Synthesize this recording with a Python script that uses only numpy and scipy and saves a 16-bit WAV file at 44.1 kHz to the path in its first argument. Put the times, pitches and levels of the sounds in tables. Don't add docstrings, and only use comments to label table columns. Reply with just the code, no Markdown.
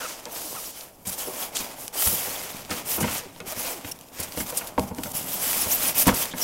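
import sys
import numpy as np
from scipy import signal
from scipy.fft import rfft, irfft
from scipy.io import wavfile

SR = 44100
rng = np.random.default_rng(int(sys.argv[2]) if len(sys.argv) > 2 else 0)


def unload_wav(signal):
    wavfile.write(
        sys.argv[1],
        SR,
        np.round(np.clip(np.atleast_2d(signal).T, -1, 1) * 32767).astype(np.int16),
    )


N = 283562
TIME = np.arange(N) / SR


def undb(db):
    return 10 ** (np.asarray(db) / 20)


def unit(x):
    return x / np.sqrt(np.mean(x ** 2) + 1e-18)


def add(out, s, x):
    i = max(int(s * SR), 0)
    out[i:i + len(x)] += x[:max(N - i, 0)]


def curves(rows):
    s, *columns = np.transpose(rows)
    return [np.interp(TIME, s, c) for c in columns]


def walk(rate, size=N):
    steps = np.arange(size) * rate / SR
    points = rng.standard_normal(size // 4)
    return 1.2 * np.interp(steps, np.arange(size // 4), points)


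def colour(x, points, order=8192):
    hz, db = np.transpose(points)
    grid = np.maximum(np.arange(order // 2 + 1) * SR / order, 1)
    outline_db = np.interp(np.log(grid), np.log(hz), db)
    cepstrum = irfft(np.log(undb(outline_db)))
    cepstrum[1:order // 2] *= 2
    cepstrum[order // 2 + 1:] = 0
    response = irfft(np.exp(rfft(cepstrum)))
    return signal.fftconvolve(x, response)[:len(x)]


def resonate(x, hz, q):
    hz = min(hz, SR / 3)
    return signal.lfilter(*signal.iirpeak(hz, max(q, 3 * hz / SR), fs=SR), x)


def slips(rate, spread_db):
    happens = rng.random(N) < rate / SR
    size_db = spread_db * np.minimum(rng.exponential(size=N), 5)
    return unit(happens * rng.standard_normal(N) * undb(size_db))


def sing(x, share=2.66, q=20, life=0.03, count=420):
    out, swell = x.copy(), np.hanning(int(life * SR))
    for when, pitch, size in rng.random((count, 3)):
        s = when * (N - len(swell)) / SR
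        patch_hz = 2200 * 6.4 ** pitch
        patch = resonate(x[int(s * SR):][:len(swell)], patch_hz, q)
        add(out, s, share * size * patch * swell)
    return unit(out)


def friction():
    # start in seconds, rise to full speed in seconds, steady slide in
    # seconds, time constant of the stall in seconds, then bead hiss and coarse rasp at full speed,
    # both in dB before jerks and trims.
    pulls = [(0, 0.004, 0.014, 0.19, -39, -39), (0.266, 0.094, .32, .035, -36.5, -48.5),
             (0.749, 0.02, 0.041, 0.036, -42.5, -49), (1.05, .008, 0.072, 0.032, -37, -42.5),
             (1.16, 0.043, 0.024, 0.1, -32.5, -40), (1.29, .13, 0.024, 0.035, -32, -38),
             (1.514, 0.096, 0.012, 0.085, -36, -38.5), (1.75, 0.045, 0.061, 0.029, -38.5, -49),
             (1.925, 0.022, 0.034, 0.035, -34, -38), (1.95, 0.08, 0.053, 0.11, -20.5, -35.5),
             (2.1, 0.15, .08, .14, -34, -36.5), (2.48, 0.018, .006, 0.0069, -37, -38.5),
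             (2.525, 0.036, 0.04, 0.1, -46, -46.5), (2.693, 0.023, 0.083, 0.019, -35.5, -35.5),
             (2.841, 0.067, 0.042, 0.03, -25.5, -34.5), (2.99, 0.17, .008, 0.034, -32, -32),
             (3.34, .025, 0.098, 0.034, -61, -53), (3.449, 0.039, 0.037, .018, -35, -38),
             (3.535, 0.051, 0.13, 0.04, -32, -36.5), (3.82, 0.059, 0.016, 0.021, -39, -42),
             (3.975, 0.018, 0.022, 0.052, -55, -53), (4.114, .125, .006, 0.041, -36.5, -37.5),
             (4.27, .04, .03, 0.027, -41, -46.5), (4.345, 0.057, 0.006, 0.025, -28.5, -38.5),
             (4.455, 0.046, .004, 0.011, -32, -37.5), (4.52, 0.052, .006, 0.023, -31, -39.5),
             (4.6, .02, 0.061, 0.037, -44, -45.5), (4.779, 0.0063, 0.052, 0.037, -40, -48),
             (4.92, 0.12, .07, 0.033, -39, -48), (5.128, 0.026, 0.015, 0.067, -27.5, -38.5),
             (5.23, 0.11, .018, .045, -28.5, -38.5), (5.375, 0.063, .18, .065, -25, -33),
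             (5.655, 0.052, 0.016, 0.072, -24.5, -35), (5.755, 0.08, 0.069, 0.017, -24, -31.5),
             (5.942, 0.039, 0.045, .018, -20.5, -30.5), (6.053, 0.019, .01, 0.024, -24.5, -26),
             (6.12, 0.052, 0.054, 0.033, -25, -32), (6.354, 0.1, .01, .03, -23, -33)]
    rise_power = 0.96
    rasp_power = 0.65
    creep_hiss_db, creep_rasp_db = -57.5, -66
    jerk_depth_db, jerk_hz = 2.15, 55.3
    jerky_below_db, smooth_above_db = -47.5, -28
    hiss_power, rasp_power_sum = undb(creep_hiss_db) ** 2, undb(creep_rasp_db) ** 2
    for start, rise, slide, stall, hiss_db, rasp_db in pulls:
        t = TIME - start
        speeding_up = np.clip(t / rise, 0, 1) ** rise_power
        stalling = np.exp(-np.clip((t - rise - slide) / stall, 0, 20))
        speed = speeding_up * stalling
        hiss_power = hiss_power + (undb(hiss_db) * speed) ** 2
        rasp_power_sum = rasp_power_sum + (undb(rasp_db) * speed ** rasp_power) ** 2
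    hiss_db, rasp_db = 10 * np.log10(hiss_power), 10 * np.log10(rasp_power_sum)
    jerkiness = np.interp(hiss_db, [jerky_below_db, smooth_above_db], [1, 0])
    jerk_db = jerk_depth_db * jerkiness * walk(jerk_hz)
    return hiss_db + jerk_db, rasp_db + jerk_db


def scrape(hiss_db, rasp_db):
    # frequency in Hz, relative level in dB.
    hiss_outline = [(1500, -45.5), (3000, -6.5), (4300, -13.5), (4900, -6), (6500, -5.5), (8500, -4),
                    (10700, -0.5), (13000, 0.5), (15500, -2.5)]
    rasp_outline = [(500, -2.5), (1100, 2), (1700, 0.5), (2300, 2.5), (3300, 0), (3900, -3), (5500, -1),
                    (7000, -2), (9500, -7.5), (15000, -20.5)]
    grip_db = 0.53 * walk(45) + 0.23 * walk(420)
    hiss = unit(colour(sing(slips(rate=26000, spread_db=-0.5)), hiss_outline))
    rasp = unit(colour(sing(slips(rate=8000, spread_db=-1.3)), rasp_outline))
    top = signal.sosfilt(signal.butter(1, 11000, "high", fs=SR, output="sos"), hiss)
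    tilt_db = 0.11 * (hiss_db + 30)
    hiss = (hiss - top) * undb(-tilt_db) + top * undb(tilt_db)
    return undb(grip_db) * (undb(hiss_db + 1.05) * hiss + undb(rasp_db - 0.27) * rasp)


def crackle(hiss_db, rate=130, db=-13, hz=5200, spread_db=5.5):
    t = np.arange(SR // 200) / SR
    snap = rng.standard_normal(len(t)) * np.exp(-t / 0.003)
    snaps = signal.fftconvolve(slips(rate, spread_db), snap)[:N]
    return undb(hiss_db + db) * unit(resonate(snaps, hz, 0.3))


def box_response(flex_t60=0.054, flex_db=-4, slap_db=-6, size=16384):
    # frequency in Hz, relative level in dB,
    # time to fall by 60 dB in seconds.
    box_modes = [(82.3, -4, 0.077), (129, -15, 0.19), (150, -4.5, 0.055), (188, -5.5, 0.17),
                 (240, -3.5, 0.18), (303.6, -2.5, 0.12), (357, -17, 0.21), (483.5, 9, 0.043),
                 (599, -2.5, 0.097), (639.6, -4.5, 0.15), (803, -8.5, 0.2), (924, 3, 0.081),
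                 (1280, -8, 0.019), (1450, 1, 0.017), (2160, -5.5, 0.041), (2140, -8, 0.012)]
    # frequency in Hz, relative level in dB.
    flex_outline = [(25, 7.5), (75, -4.5), (200, 3), (400, 7), (650, 1.5), (1000, 5.5), (1500, -9.5),
                    (3000, -8), (8000, -29), (15000, -58)]
    t = np.arange(size) / SR
    slap = colour(1. * (t == 0), flex_outline)
    modes = np.zeros(size)
    for k, (hz, db, t60) in enumerate(box_modes):
        sign = (-1) ** k
        modes += sign * undb(db - 60 * t / t60) * np.sin(2 * np.pi * hz * t)
    flex = colour(rng.standard_normal(size) * undb(-60 * t / flex_t60), flex_outline)
    ring = undb(slap_db) * unit(slap) + unit(modes) + undb(flex_db) * unit(flex)
    return ring / np.sqrt(np.sum(ring ** 2))


def panels(box, rasp_db):
    # time in seconds, panel level and hollow rumble level,
    # both in dB at a moderate rasp, before a trim.
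    shake = [(0, -49, -65), (.2, -43.5, -65), (.55, -41, -51), (.72, -45, -62), (1, -48, -60.5),
             (1.28, -40.5, -56), (1.8, -42, -58), (2.3, -45, -58), (2.65, -44, -46), (2.9, -44.5, -52),
             (3.42, -48.5, -50.5), (3.7, -41, -57), (4.05, -47.5, -53.5), (4.45, -43, -48.5),
             (4.7, -39.5, -52), (4.9, -38.5, -42), (5.3, -44, -47), (6.43, -43, -47.5)]
    # frequency in Hz, relative level in dB.
    panel_outline = [(130, -27), (260, 1.5), (380, -2), (500, 3), (680, 4.5), (950, 1), (1250, -6),
                     (2000, -19.5), (5000, -37)]
    rumble_outline = [(25, -4.5), (50, -21), (80, -1), (125, -2), (190, 0.5), (260, -1), (400, -12),
                      (900, -35)]
    moderate_rasp_db = -40
    panel_growth, rumble_growth = 0.59, 0.13
    panel_db, rumble_db = curves(shake)
    drive_db = rasp_db - moderate_rasp_db
    drag = slips(rate=3000, spread_db=-1.5)
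    ring = signal.fftconvolve(rng.standard_normal(N), box)[:N]
    drone = unit(colour(drag + 0.014 * ring, panel_outline))
    rumble = unit(colour(slips(rate=970, spread_db=3.5), rumble_outline))
    drone_gain = undb(panel_db + panel_growth * drive_db + 0.6)
    rumble_gain = undb(rumble_db + rumble_growth * drive_db + 0.8)
    return drone * drone_gain + rumble * rumble_gain


def quiet_air():
    # frequency in Hz, relative level in dB.
    air_outline = [(25, 13), (60, 11.5), (200, 10), (600, 12), (1500, -6), (4000, -20), (8000, -66),
                   (12000, -4), (15500, -9)]
    return undb(-54.0) * unit(colour(rng.standard_normal(N), air_outline))


def squeaks(overtone_db=-8, uneven=0.32, flutter_db=3, size=8192):
    # start in seconds, length in seconds, start and end pitch in Hz,
    # level in dB before flutter and fades, pitch scatter as a share of the pitch.
    squeak_rows = [(.002, 0.052, 1555, 1410, -37, 0.14), (.05, .015, 1350, 1290, -33, .03),
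                   (0.438, 0.046, 330, 279, -44, .06), (0.543, 0.024, 910, 1086, -39.5, .1),
                   (0.559, 0.033, 1357, 1200, -40, 0.026), (1.27, 0.039, 409, 353, -38, 0.066),
                   (1.558, 0.019, 3240, 3480, -30, 0.05), (3.212, 0.087, 565, 261, -46.5, 0.052),
                   (3.404, 0.11, 269, 659, -46, 0.071), (3.508, 0.035, 584, 645, -40.5, 0.033),
                   (3.63, 0.046, 502, 556, -42, .04), (3.719, 0.086, 464, 227, -46, 0.076),
                   (3.914, .012, 2690, 3100, -42, 0.045), (3.916, 0.0069, 5280, 6040, -31, 0.018),
                   (4.571, 0.011, 8500, 9300, -25, 0.047), (5.713, 0.03, 5200, 8860, -26, 0.045),
                   (5.707, 0.06, 14000, 11930, -24.5, 0.064), (6.311, 0.021, 3370, 3440, -38, 0.106),
                   (6.399, 0.014, 6900, 6460, -37, 0.046), (6.412, 0.025, 5750, 5400, -27, 0.036)]
    out = np.zeros(N)
    for s, length, start_hz, end_hz, db, scatter in squeak_rows:
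        u = np.minimum(np.arange(size) / SR / length, 1)
        glide_hz = start_hz + (end_hz - start_hz) * u
        hz = glide_hz * (1 + scatter * walk(min(start_hz / 4, 4000), size))
        phase = 2 * np.pi * np.cumsum(hz) / SR
        partials = [(1, 1), (3 / 2, uneven * undb(overtone_db / 2)),
                    (2, undb(overtone_db)), (3, undb(2 * overtone_db))]
        tone = sum(gain * np.sin(k * phase) * (k * hz < SR / 2) for k, gain in partials)
        flutter = undb(db + flutter_db * walk(428, size))
        swell = np.abs(np.sin(np.pi * u)) ** 0.5
        add(out, s, flutter * unit(tone) * swell)
    return out


def catches(q=1.7):
    # start in seconds, length in seconds, level in dB before the swell, centre in Hz.
    catch_rows = [(.005, 0.18, -39.5, 6100), (0.347, 0.46, -42, 5800), (0.352, .04, -45, 4200),
                  (1.18, 0.057, -36, 7500), (2.98, 0.011, -47, 8000), (3.169, 0.027, -31, 9000),
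                  (5.115, 0.0074, -32, 10000), (0.807, 0.0089, -37.5, 4700), (1.069, 0.03, -29.5, 9900),
                  (1.093, 0.013, -29, 11000), (1.125, 0.03, -33, 8700), (1.55, 0.044, -28.5, 6540),
                  (1.589, 0.032, -32.5, 5740), (2.705, 0.016, -31, 5100), (3.846, 0.011, -45, 3780),
                  (3.002, 0.036, -26.5, 9600), (4.2, 0.012, -28, 10500), (4.227, .022, -31.5, 8950),
                  (4.388, 0.015, -45, 9000), (3.913, 0.015, -33, 10000), (4.496, 0.014, -32.5, 9150),
                  (4.572, 0.022, -24, 9700), (4.672, 0.008, -36, 8500), (5.979, 0.055, -18.5, 13300),
                  (6.069, 0.015, -19, 11300), (6.143, 0.011, -25.5, 9000), (6.31, .012, -41, 4000)]
    out, beads = np.zeros(N), sing(slips(rate=20000, spread_db=1.0), share=1.1)
    for s, length, db, hz in catch_rows:
        u = np.linspace(0, 1, int(length * SR))
        burst = unit(resonate(beads[int(s * SR):][:len(u)], hz, q))
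        swell = np.sqrt(np.abs(np.sin(np.pi * u ** 0.48)))
        add(out, s, undb(db) * burst * swell)
    return out


def knocks(judder=0.23, size=8192):
    # start in seconds, centre of the thud in Hz, nominal levels of thud, panel and crack in dB,
    # time constant of the judder in seconds.
    knock_rows = [(.008, 220, -52, -38.5, -44, 0.039), (.256, 200, -53, -40, -45.5, 0.019),
                  (.36, 220, -54, -44, -44, 0.023), (.52, 190, -49.5, -44, -64.5, 0.013),
                  (1.067, 76, -40, -44, -74, 0.026), (1.268, 240, -46, -37, -59, 0.015),
                  (1.6, 168, -42, -52, -63, 0.015), (2.064, 112, -30, -43, -57, 0.01),
                  (2.126, 130, -37, -38.5, -53, 0.0087), (2.27, 150, -45, -37.5, -48, 0.011),
                  (2.696, 171, -38.5, -39.5, -41, 0.022), (2.712, 170, -36, -38, -30.5, 0.016),
                  (2.979, 190, -35, -33, -39.5, 0.05), (3.008, 135, -30, -34, -32, 0.011),
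                  (3.027, 206, -21.5, -46, -29.5, 0.0098), (3.04, 210, -33, -29.5, -30.5, 0.012),
                  (3.08, 120, -37, -38, -31.5, 0.024), (3.36, 200, -52, -52, -60, 0.011),
                  (3.402, 232, -44, -43, -39, 0.01), (3.563, 99, -41, -52, -46, 0.0095),
                  (3.847, 102, -40, -44.5, -39.5, 0.0073), (4.196, 180, -38.5, -44.5, -48, 0.0079),
                  (4.374, 70.4, -39, -34.5, -41, 0.0035), (4.404, 172, -33, -41, -34, 0.0057),
                  (4.524, 180, -48, -37.5, -45, 0.011), (4.611, 200, -55, -42, -36.5, 0.016),
                  (4.7791, 172, -27, -21, -33, 0.0003), (4.793, 182, -24, -34, -45, 0.0023),
                  (4.833, 200, -33, -44, -53, 0.0047), (4.909, 150, -33.5, -37, -52, 0.01),
                  (4.982, 190, -33, -36.5, -46, 0.01), (5.059, 182, -42, -38.5, -42, 0.013),
                  (5.257, 150, -42, -55, -54, 0.0033), (5.658, 130, -37, -36.5, -44, .008),
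                  (5.836, 205, -39, -39, -53, 0.0064), (6.068, 105, -19.5, -24.5, -47, 0.0029),
                  (6.08, 195, -22.5, -21, -23, 0.018), (6.091, 68, -36, -28, -23.5, 0.0035),
                  (6.125, 120, -30, -33.5, -40, 0.014), (6.337, 170, -35.5, -40, -37.5, 0.0084)]
    out, t = np.zeros(N), np.arange(size) / SR
    for s, thud_hz, *levels_db, length in knock_rows:
        force = judder * rng.standard_normal(size) * np.exp(-t / length)
        force[0] += 3.0
        blow = signal.fftconvolve(force, box_response())
        onset = blow[:SR // 50]
        bands = [(thud_hz / 2, thud_hz * 1.5), (280, 1100), (1250, 3500)]
        filters = [signal.butter(2, edges, "band", fs=SR, output="sos") for edges in bands]
        parts = [signal.sosfilt(sos, onset) for sos in filters]
        thud, panel, crack = np.array(levels_db) - 20 * np.log10(np.std(parts, axis=1))
        outline = [(thud_hz / 4, thud - 12), (thud_hz * 0.47, thud), (thud_hz * 1.16, thud),
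                   (480, panel + 1), (1000, panel),
                   (1500, crack + 2), (2800, crack - 3), (12000, crack - 16)]
        add(out, s, colour(blow, outline))
    return out


def ticks(decay=0.001, q=0.64, size=1024):
    # start in seconds, peak level in dB, ring frequency in Hz.
    tick_rows = [(0.255, -18.5, 5540), (1.5688, -10.5, 5630), (1.8798, -15.5, 6350), (2.05, -23, 5000),
                 (2.65, -24.5, 4040), (3.362, -34, 3500), (3.403, -27.5, 4030), (3.989, -33, 8930),
                 (4.011, -26.5, 6800), (4.086, -36, 9050), (4.322, -23, 6000), (4.375, -19, 5800),
                 (4.524, -23, 9000), (4.547, -28, 9000), (4.576, -25, 8550), (4.672, -21, 9300),
                 (4.7951, -16.5, 6000), (4.948, -29, 7000), (4.985, -25, 3500), (6.371, -29.5, 7900)]
    out, t = np.zeros(N), np.arange(size) / SR
    for s, db, hz in tick_rows:
        burst = rng.standard_normal(size) * np.exp(-t / decay)
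        snap = resonate(resonate(burst, hz, q), hz, q)
        add(out, s, undb(db) * snap / np.abs(snap).max())
    return out


def room(x, wet_db=-13, size=22050):
    # centre of the band in Hz, time to fall by 60 dB in seconds.
    room_bands = [(125, 0.22), (500, 0.19), (2000, 1), (8000, 0.039)]
    t, tail = np.arange(size) / SR, 0
    for hz, t60 in room_bands:
        band = resonate(rng.standard_normal(size), hz, 1.0) * undb(-60 * t / t60)
        tail = tail + band / np.sqrt(t60 * SR / np.log(1e6))
    return x + undb(wet_db) * signal.fftconvolve(x, tail * (t > .006))[:N]


def scene():
    hiss_db, rasp_db = friction()
    sliding = scrape(hiss_db, rasp_db) + crackle(hiss_db) + panels(box_response(), rasp_db)
    handling = sliding + squeaks() + catches() + knocks() + ticks()
    return np.tile(room(handling) + quiet_air(), (2, 1))


def record(dry):
    return signal.sosfilt(signal.ellip(10, .2, 80, 15750, fs=SR, output="sos"), dry)


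dry = scene()
out = record(dry)
unload_wav(out)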